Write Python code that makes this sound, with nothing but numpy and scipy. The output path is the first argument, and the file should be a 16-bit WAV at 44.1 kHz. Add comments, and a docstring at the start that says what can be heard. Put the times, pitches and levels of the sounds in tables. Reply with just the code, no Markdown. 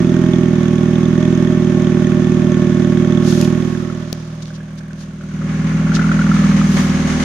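"""First you hear the bark and rasp of a four-cylinder car with no muffler, idling on grass.
Each firing sends a puff of gas out of the open pipe, close to a phone lying under the rear.
The phone is picked up with taps and a rustle and carried along the side to the front wheel.
There the bark gives way to the tinny knock of loose metal shields, a boom from under the floor,
and the clatter, hiss and whine of the valves and belts in the engine bay."""
import sys
import numpy as np
from scipy import signal
from scipy.fft import rfft, irfft, next_fast_len
from scipy.io import wavfile
from scipy.ndimage import uniform_filter1d, map_coordinates

SR = 44100
rng = np.random.default_rng(int(sys.argv[2]) if len(sys.argv) > 2 else 0)


def file_out(sig):
    """Save sig as 16-bit WAV at sys.argv[1]."""
    # one column per channel
    cols = np.atleast_2d(sig).T
    # limit, then scale
    lim = np.clip(cols, -1, 1)
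    pcm = np.round(lim * 32767).astype(np.int16)
    wavfile.write(sys.argv[1], SR, pcm)


N = 319284
TIME = np.arange(N) / SR


def amp(db):
    """Turn decibels into a number to multiply by."""
    return 10 ** (np.asarray(db) / 20)


def unit(x):
    """Scale a sound to an average strength (rms) of 1."""
    return x / np.sqrt(np.mean(x ** 2) + 1e-20)


def along(points, hz):
    """Read a (frequency, value) table between its rows, on a log scale."""
    freqs, values = np.transpose(points)
    return np.interp(np.log(hz + 1), np.log(freqs + 1), values)


def curves(rows):
    """Join a table's rows over time: one curve for each column after the first."""
    times, *columns = np.transpose(rows)
    return [np.interp(TIME, times, column) for column in columns]


def wobble(rate):
    """A smooth curve through `rate` random values a second."""
    return map_coordinates(rng.standard_normal(int(N * rate / SR) + 4), [TIME * rate])


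def filtered(x, response):
    """Multiply each frequency in x by response(hz)."""
    size = next_fast_len(N + SR // 2)
    return irfft(rfft(x, size) * response(np.fft.rfftfreq(size, 1 / SR)), size)[..., :N]


def lowpass(hz, edge_hz, order):
    """A gain that lets low sounds through and fades those above the edge."""
    return 1 / (1 + (hz / edge_hz) ** order)


def levelled(x):
    """Hold the strength at 1 over a few engine cycles."""
    power = uniform_filter1d(uniform_filter1d(x ** 2, SR // 10), SR // 10)
    return x / np.sqrt(np.abs(power) + 1e-12)


def bands(x, edges_hz):
    """Split a sound into equally strong bands, lowest first."""
    below = [filtered(x, lambda hz: lowpass(hz, edge, order=24)) for edge in edges_hz]
    return [levelled(band) for band in np.diff(below, axis=0, prepend=0)]


def panned(x, pan_db):
    """Make the left side pan_db louder than the right."""
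    return x * amp(np.array([[.5], [-.5]]) * pan_db)


def impulses(times, sizes):
    """One spike per event, shared between neighbouring samples."""
    at = np.clip(times * SR, 0, N - 2)
    i = at.astype(int)
    return np.bincount(i, sizes * (1 - at + i), N) + np.bincount(i + 1, sizes * (at - i), N)


def puffs(times, cylinder_db, scatter_db, rise_s, decay_s):
    """A loudness curve that jumps and dies away at every firing."""
    sizes = amp(np.resize(cylinder_db, len(times)) + scatter_db * rng.standard_normal(len(times)))
    age = TIME[:SR // 10]
    shape = (1 - np.exp(-age / rise_s)) * np.exp(-age / decay_s)
    return unit(signal.fftconvolve(impulses(times, sizes), shape)[:N])


# How alike the left and right sides sound: (frequency [Hz], likeness [0 to 1])
LIKENESS = [(200, 0.14), (500, 0.91), (1000, 0.062), (2000, 0.38), (4000, 0.013), (12000, 0.02)]
def noise(colour):
    """Stereo noise; the colour table says how strong its frequencies are next to each other."""
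    def response(hz):
        angle = np.arccos(np.clip(along(LIKENESS, hz), -1, 1)) / 2
        return amp(along(colour, hz)) * [np.cos(angle), np.sin(angle)]
    mid, side = filtered(rng.standard_normal((2, N)), response)
    return unit(np.array([mid + side, mid - side]))


def metal_ring(ring_hz, spread_hz, apart):
    """Thin metal rings at many close pitches; `apart` makes left and right differ."""
    common, differing = filtered(rng.standard_normal((2, 2, N)), lambda hz: lowpass(hz, spread_hz, 4))
    phase = 2 * np.pi * ring_hz * TIME
    ring = lambda sway: sway[0] * np.cos(phase) + sway[1] * np.sin(phase)
    return unit(ring(common) + apart * np.array([[1], [-1]]) * ring(differing))


# The slightly wandering idle: (time [s], speed [turns a minute])
IDLE_SPEED = [(0.0, 1238.4), (0.36, 1241.0), (0.61, 1190.3), (1.36, 1227.9), (1.71, 1203.0), (2.51, 1202.6),
              (2.57, 1189.3), (3.43, 1194.3), (3.55, 1211.1), (4.26, 1185.4), (5.01, 1194.8),
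              (5.27, 1169.3), (6.02, 1211.6), (6.61, 1200.5), (6.79, 1173.0), (7.24, 1182.2)]
def crank():
    """The engine's shaft turns, with two firings a turn. Gives the turn count and firing times."""
    turns = .13 + np.cumsum(curves(IDLE_SPEED)[0]) / 60 / SR
    firings = np.interp(np.arange(int(2 * turns[-1]) + 1) / 2, turns, TIME)
    return turns, firings + .00007 * rng.standard_normal(len(firings))


def resound(times, sizes, notes):
    """Two pairs of cylinders take turns down separate branches, ringing the same notes unequally."""
    out = 0
    for pair in range(2):
        def response(hz):
            return sum((-1) ** k * amp(db[pair]) * 1j * hz * width / (pitch**2 - hz**2 + 1j * hz * width)
                       for k, (pitch, width, *db) in enumerate(notes))
        out = out + filtered(impulses(times[pair::2], sizes[pair::2]), response)
    return unit(out)


# Notes that ring in the pipe and under the floor:
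# (pitch [Hz], width [Hz], first cylinder pair [dB], second pair [dB])
PIPE_NOTES = [(93, 142, -33.5, -31.5), (182.3, 45.4, -14.5, -19), (268.1, 14.5, -22.5, -14),
              (224.3, 59.5, -53, -22.5), (356.6, 23.7, -19, -22.5), (599.5, 14, -54, -40)]
FLOOR_NOTES = [(40.8, 3.7, -30.5, -34.5), (79, 31, -32, -31), (174.2, 25.05, 0, -3), (178.1, 34, -2, -5),
               (254.5, 33.2, -11.5, -32.5), (257.1, 29.2, -13.5, -76), (367.3, 14, -67.5, -33)]
def exhaust_pulses(firings, pipe_delay_s=0.003633):
    """Pressure pulses ring in the pipe and under the floor; each path carries a little of the other."""
    sizes = amp(0.7 * rng.standard_normal(len(firings)))
    pipe = resound(firings + pipe_delay_s, sizes, PIPE_NOTES)
    floor = resound(firings, sizes, FLOOR_NOTES)
    # a valve takes a moment to open, so the pulses are rounded
    pipe, floor = filtered(np.array([pipe, floor]), lambda hz: lowpass(hz, edge_hz=900, order=4))
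    return pipe + 0.13 * floor, floor + 0.12 * pipe


# The phone leaves the pipe: (time [s], distance [m], left minus right [dB])
PHONE_PATH = [(0, 0.49, -4.5), (1.6, 0.49, -5), (3.45, 0.46, -5.5), (3.7, 0.69, -6.5), (4.0, 1.07, -5.5),
              (4.35, 2.25, -3), (5.2, 5.1, -2)]
def from_pipe(loss_db, lying_m=.5):
    """Sound from the rear loses loss_db each time the distance doubles."""
    distance_m = curves(PHONE_PATH)[0]
    return amp(-loss_db * np.log2(distance_m / lying_m))


# The bark, low to high: (top of band [Hz], level near the pipe [dB], loss per doubled distance [dB])
BARK_BANDS = [(100, -31, 6.5), (148.2, -23, 7.5), (303, -14, 10.5), (3000, -21, 11.5)]
def pipe_bark(pulses, idle_rpm=1229, db_per_rpm=0.0228):
    """The open pipe barks. Far off it is faint and dull, as deep sound bends round the car best."""
    parts = bands(pulses, [row[0] for row in BARK_BANDS])
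    bark = sum(amp(db) * from_pipe(loss_db) * part for part, (_, db, loss_db) in zip(parts, BARK_BANDS))
    effort = amp(db_per_rpm * (curves(IDLE_SPEED)[0] - idle_rpm))  # faster is louder
    return panned(effort * bark, curves(PHONE_PATH)[1])


# Each cylinder's strength, in firing order: (shield knock [dB], pipe tick [dB], gas rush [dB])
CYLINDER_LEVELS = [(-4, 3, 13), (0, -3.5, 15.5), (-4.5, 4.5, 13.5), (-7, 4.5, 8.5)]
# The tone of rushing gas: (frequency [Hz], level [dB])
RUSH_COLOUR = [(250, -78.5), (430, -19), (600, -4.5), (730, -17), (1030, -14.5), (1120, -13.5), (1300, -13),
               (1780, -17), (2890, -22.5), (3370, -22), (4350, -29.5), (6550, -25.5), (7510, -38),
               (9280, -41), (16000, -59.5)]
# Notes of the ticking pipe wall: (pitch [Hz], spread [Hz], level [dB])
WALL_NOTES = [(1480, 65, -10.5), (1815, 110, -11), (2480, 130, -15), (3350, 300, -11.5), (6370, 580, -17)]
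def pipe_rasp(firings, level_db=-34.5, rush_db=2, spit_db=-26, flutter_db=2, steady=2.7):
    """Each puff of gas makes the pipe wall tick and leaves with a crisp spit and a swirling rush."""
    _, tick_levels, rush_levels = np.transpose(CYLINDER_LEVELS)
    gusts = puffs(firings + .002, rush_levels, scatter_db=1.5, rise_s=.002, decay_s=.012)
    jolts = lambda: puffs(firings + .0015, tick_levels, scatter_db=2.5, rise_s=.001, decay_s=.003)
    rush = unit(steady + gusts) * noise(RUSH_COLOUR)
    ticks = sum(amp(db) * jolts() * metal_ring(hz, spread, apart=0.86) for hz, spread, db in WALL_NOTES)
    spit_colour = [(5000, -34.5), (7600, -2.5), (9300, 2.5), (11000, -14), (13000, -7),
                   (14000, -16), (16000, -30)]
    spit = unit(jolts() + gusts) * noise(spit_colour)
    flutter = noise([(20, -20), (90, -8.5), (180, -23.5), (380, 16), (430, -8), (800, -40), (3000, -86)])
    rasp = from_pipe(loss_db=5) * amp(rush_db) * rush
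    rasp += from_pipe(loss_db=2) * amp(spit_db) * spit
    rasp += from_pipe(loss_db=9) * (ticks + amp(flutter_db) * flutter)
    return panned(amp(level_db) * rasp, pan_db=-4.5)


# The engine bay comes out from behind the car's body: (time [s], level [dB])
BAY_LEVEL = [(3.4, -48), (4.4, -30), (5.22, -22), (5.5, -7.5), (5.95, -3), (6.45, -1), (6.7, -1.5),
             (7.24, 1)]
def from_front(share=1):
    """The body blocks sound from the engine bay; some sounds feel only a share of this."""
    return amp(share * curves(BAY_LEVEL)[0])


# Fan, belt and alternator: (pitch [cycles per engine turn], rear level [dB], front level [dB])
BELT_TONES = [(19.98, -64.5, -42.5), (28.9, -56.5, -46.5), (29.85, -42, -49.5), (40.04, -55.5, -49.5),
              (57.26, -54.5, -50.5), (86.2, -59, -45), (88.9, -51, -62)]
# An electric pump: (pitch [Hz], rear level [dB], front level [dB])
PUMP_TONES = [(549.5, -53, -43), (1098.8, -48.5, -46), (2197.8, -57, -50)]
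def whine(turns, rear_db=5, front_db=3, waver_db=1.8):
    """Belt-driven parts follow the engine's speed while the pump holds its pitch; all waver a little."""
    rear = amp(rear_db) * from_pipe(loss_db=8)
    front = amp(front_db) * from_front()
    out = 0
    for table, clock in ((BELT_TONES, turns), (PUMP_TONES, TIME)):
        for rate, at_rear_db, at_front_db in table:
            level = rear * amp(at_rear_db) + front * amp(at_front_db)
            tone = np.sqrt(2) * np.sin(2 * np.pi * rate * clock + .6 * wobble(40))
            out = out + panned(level * amp(waver_db * wobble(14)) * tone, pan_db=3 * wobble(0.88))
    return out


# Things brush past the phone: (time [s], length [s], level [dB], treble edge [Hz])
STROKES = [(3.29, 0.092, -30.5, 13400), (3.396, 0.16, -32, 16100), (3.68, 0.35, -45, 13100),
           (4.167, 0.64, -46.5, 8100), (4.428, 0.014, -37, 9050), (4.482, 0.057, -46, 8000),
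           (4.555, 0.03, -41, 8560), (4.786, 0.022, -41.5, 11060), (5.015, 0.066, -42.5, 11400),
           (5.957, 0.031, -22.5, 8100), (6.78, 0.24, -33.5, 16000)]
# The tone of brushing: (frequency [Hz], level [dB])
STROKE_COLOUR = [(1200, -27), (3000, 0.5), (4500, 2.5), (6700, 3.5), (7600, -8), (11000, -7),
                 (16000, -18.5)]
def rustle(grain_db=2):
    """Hand, sleeve and grass rub near the microphones in grainy strokes that swell and fade."""
    grains = unit(amp(grain_db * wobble(830)) * noise(STROKE_COLOUR))
    out = 0
    for time, length, db, edge_hz in STROKES:
        swell = np.exp(-(2 * (TIME - time) / length) ** 2)
        out = out + amp(db) * filtered(swell * grains, lambda hz: lowpass(hz, edge_hz, order=5))
    return out


# Fingers land: (time [s], level over a millisecond [dB], left minus right [dB], treble edge [Hz])
FINGER_TAPS = [(3.4138, -17, 8.5, 14900), (3.448, -21, -9, 9050), (4.1289, -15.5, 19.5, 16300),
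               (4.4572, -35.5, -20, 6000), (4.9323, -39, -10, 10000), (5.952, -24, 12, 7000),
               (5.9633, -19, 18, 7170)]
# The tone of the tapped case: (frequency [Hz], level [dB])
CASE_COLOUR = [(50, 2), (200, 5), (600, -4), (1500, -16), (3500, -4.5), (6800, -4), (8000, -18.5),
               (12000, -8.5), (16000, -21.5)]
def finger_taps():
    """Fingers hit the phone's case: each dry tap is a click with a tiny tail of noise."""
    out = 0
    for time, db, pan_db, edge_hz in FINGER_TAPS:
        age = np.maximum(TIME - time, 0)
        tail = .12 * rng.standard_normal(N) * (age > 0) * np.exp(-age / .0006)
        snap = impulses(np.array([time]), 1) + tail
        tap = filtered(snap, lambda hz: amp(along(CASE_COLOUR, hz)) * lowpass(hz, edge_hz, order=5))
        strength = np.sqrt(np.sum(tap ** 2) / (SR // 1000))
        out = out + panned(amp(db) * tap / strength, pan_db)
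    return out


# The hardest knocks of the shields: (time [s], level [dB], pitch [Hz])
HARD_KNOCKS = [(3.7484, -27, 1640), (3.8977, -29, 1280), (4.5032, -34, 1560), (4.881, -38, 1550),
               (4.9062, -33, 1550), (5.4175, -28, 1324), (5.9673, -17, 1400), (5.9904, -18, 1420),
               (6.0137, -17, 1420), (6.115, -13.5, 1440), (6.191, -23, 1390), (6.2123, -20, 1460),
               (6.2653, -17, 1410), (6.315, -11, 1380), (6.364, -18, 1260), (6.4379, -21, 1270),
               (6.613, -17.5, 1220)]
def shield_clanks(gain_db=-1, rise_s=0.0022, rough=0.34, apart=0.58):
    """Now and then a loose metal shield strikes hard: a short, rough ring."""
    smear = rough * wobble(450) + apart * np.array([wobble(300), wobble(300)])
    out = 0
    for time, db, hz in HARD_KNOCKS:
        age = np.maximum(TIME - time, 0)
        strike = age / rise_s * np.exp(1 - age / rise_s)
        out = out + amp(db + gain_db) * strike * np.sin(2 * np.pi * hz * age + smear)
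    return out


# Loose shields along the way: (time of passing [s], level [dB], pitch [Hz])
LOOSE_SHIELDS = [(3.82, -44, 1340), (4.8, -47, 1594), (5.45, -45.5, 1462), (6.1, -27.5, 1428),
                 (6.5, -32.5, 1266)]
def shield_rattle(firings, gap_m=0.2, walk_m_per_s=0.9, falloff=2.28):
    """Every firing jolts thin metal sheets into a brief ring, each loudest as the phone passes it."""
    knock_levels = np.transpose(CYLINDER_LEVELS)[0]
    jolts = puffs(firings + .003, knock_levels, scatter_db=2, rise_s=.001, decay_s=.005)
    rings = 0
    for time, db, hz in LOOSE_SHIELDS:
        nearness = gap_m / np.hypot(gap_m, walk_m_per_s * (TIME - time))
        rings = rings + amp(db) * nearness ** falloff * metal_ring(hz, spread_hz=90, apart=0.95)
    return jolts * rings


# Two booms under the floor: (time [s], lower boom [dB], upper boom [dB])
BOOM_LEVELS = [(4.25, -28.5, -45), (4.6, -32.5, -37), (5.22, -33.5, -34.5), (5.42, -22.5, -26.5),
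               (5.75, -17, -21.5), (6.5, -17, -13.5), (6.75, -18.5, -16), (7.2, -22.5, -25)]
def floor_boom(pulses, start_s=3.8, fade_s=0.66):
    """The phone moves through two standing waves, booms that are loud in some spots and weak in others."""
    thud, lower, upper, growl, buzz = bands(pulses, edges_hz=[100, 180, 225, 300, 3000])
    lower_db, upper_db = curves(BOOM_LEVELS)
    lifted = np.clip((TIME - start_s) / fade_s, 0, 1)  # the booms come in as the phone rises
    boom = lifted * (amp(lower_db) * lower + amp(upper_db) * upper)
    # thud, growl and buzz grow towards the engine
    boom += amp(-27.5) * from_front(share=0.71) * thud
    boom += amp(-21) * from_front() * growl
    boom += amp(-34) * from_front(share=0.61) * buzz
    return panned(boom, pan_db=-0.7)


# The tone of the valves, and of the belts and air intake: (frequency [Hz], level [dB])
VALVE_COLOUR = [(60, -44), (150, 9.5), (300, 3.5), (550, -6.5), (950, -4), (1200, -0.5), (2200, -3.5),
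                (3000, -12), (5000, -58.5), (10000, -59)]
BELT_COLOUR = [(1500, -29.5), (3000, 1), (5200, -3.5), (6600, 1.5), (7400, -11), (9000, -12.5),
               (12000, -25.5), (16000, -36)]
# The hiss grows as the belts come into view behind the front wheel: (time [s], level [dB])
HISS_LEVEL = [(4.2, -63), (5.22, -52), (5.5, -43), (5.9, -39), (6.43, -34.5), (6.95, -33.5), (7.24, -30)]
def engine_bay(firings, clatter_db=-25, steady=1.6):
    """Valves clatter while the belts and air intake hiss, all pulsing with the firings."""
    beat = unit(steady + puffs(firings + .0026, [0], scatter_db=5.5, rise_s=.001, decay_s=.028))
    clatter = amp(clatter_db) * from_front() * noise(VALVE_COLOUR)
    hiss = amp(curves(HISS_LEVEL)[0]) * noise(BELT_COLOUR)
    return beat * (clatter + hiss)


def scene():
    """The turning engine sets the beat for the car; handling the phone adds rustles and taps."""
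    turns, firings = crank()
    pipe, floor = exhaust_pulses(firings)
    return (pipe_bark(pipe) + pipe_rasp(firings) + whine(turns) + rustle() + finger_taps()
            + shield_clanks() + shield_rattle(firings) + floor_boom(floor) + engine_bay(firings))


def record(dry, top_hz=16300):
    """The phone rounds off the highest peaks and keeps nothing above top_hz."""
    rounded = dry / (1 + np.abs(dry) ** 10) ** (1 / 10)
    return filtered(rounded, lambda hz: hz < top_hz)


dry = scene()
out = record(dry)
file_out(out)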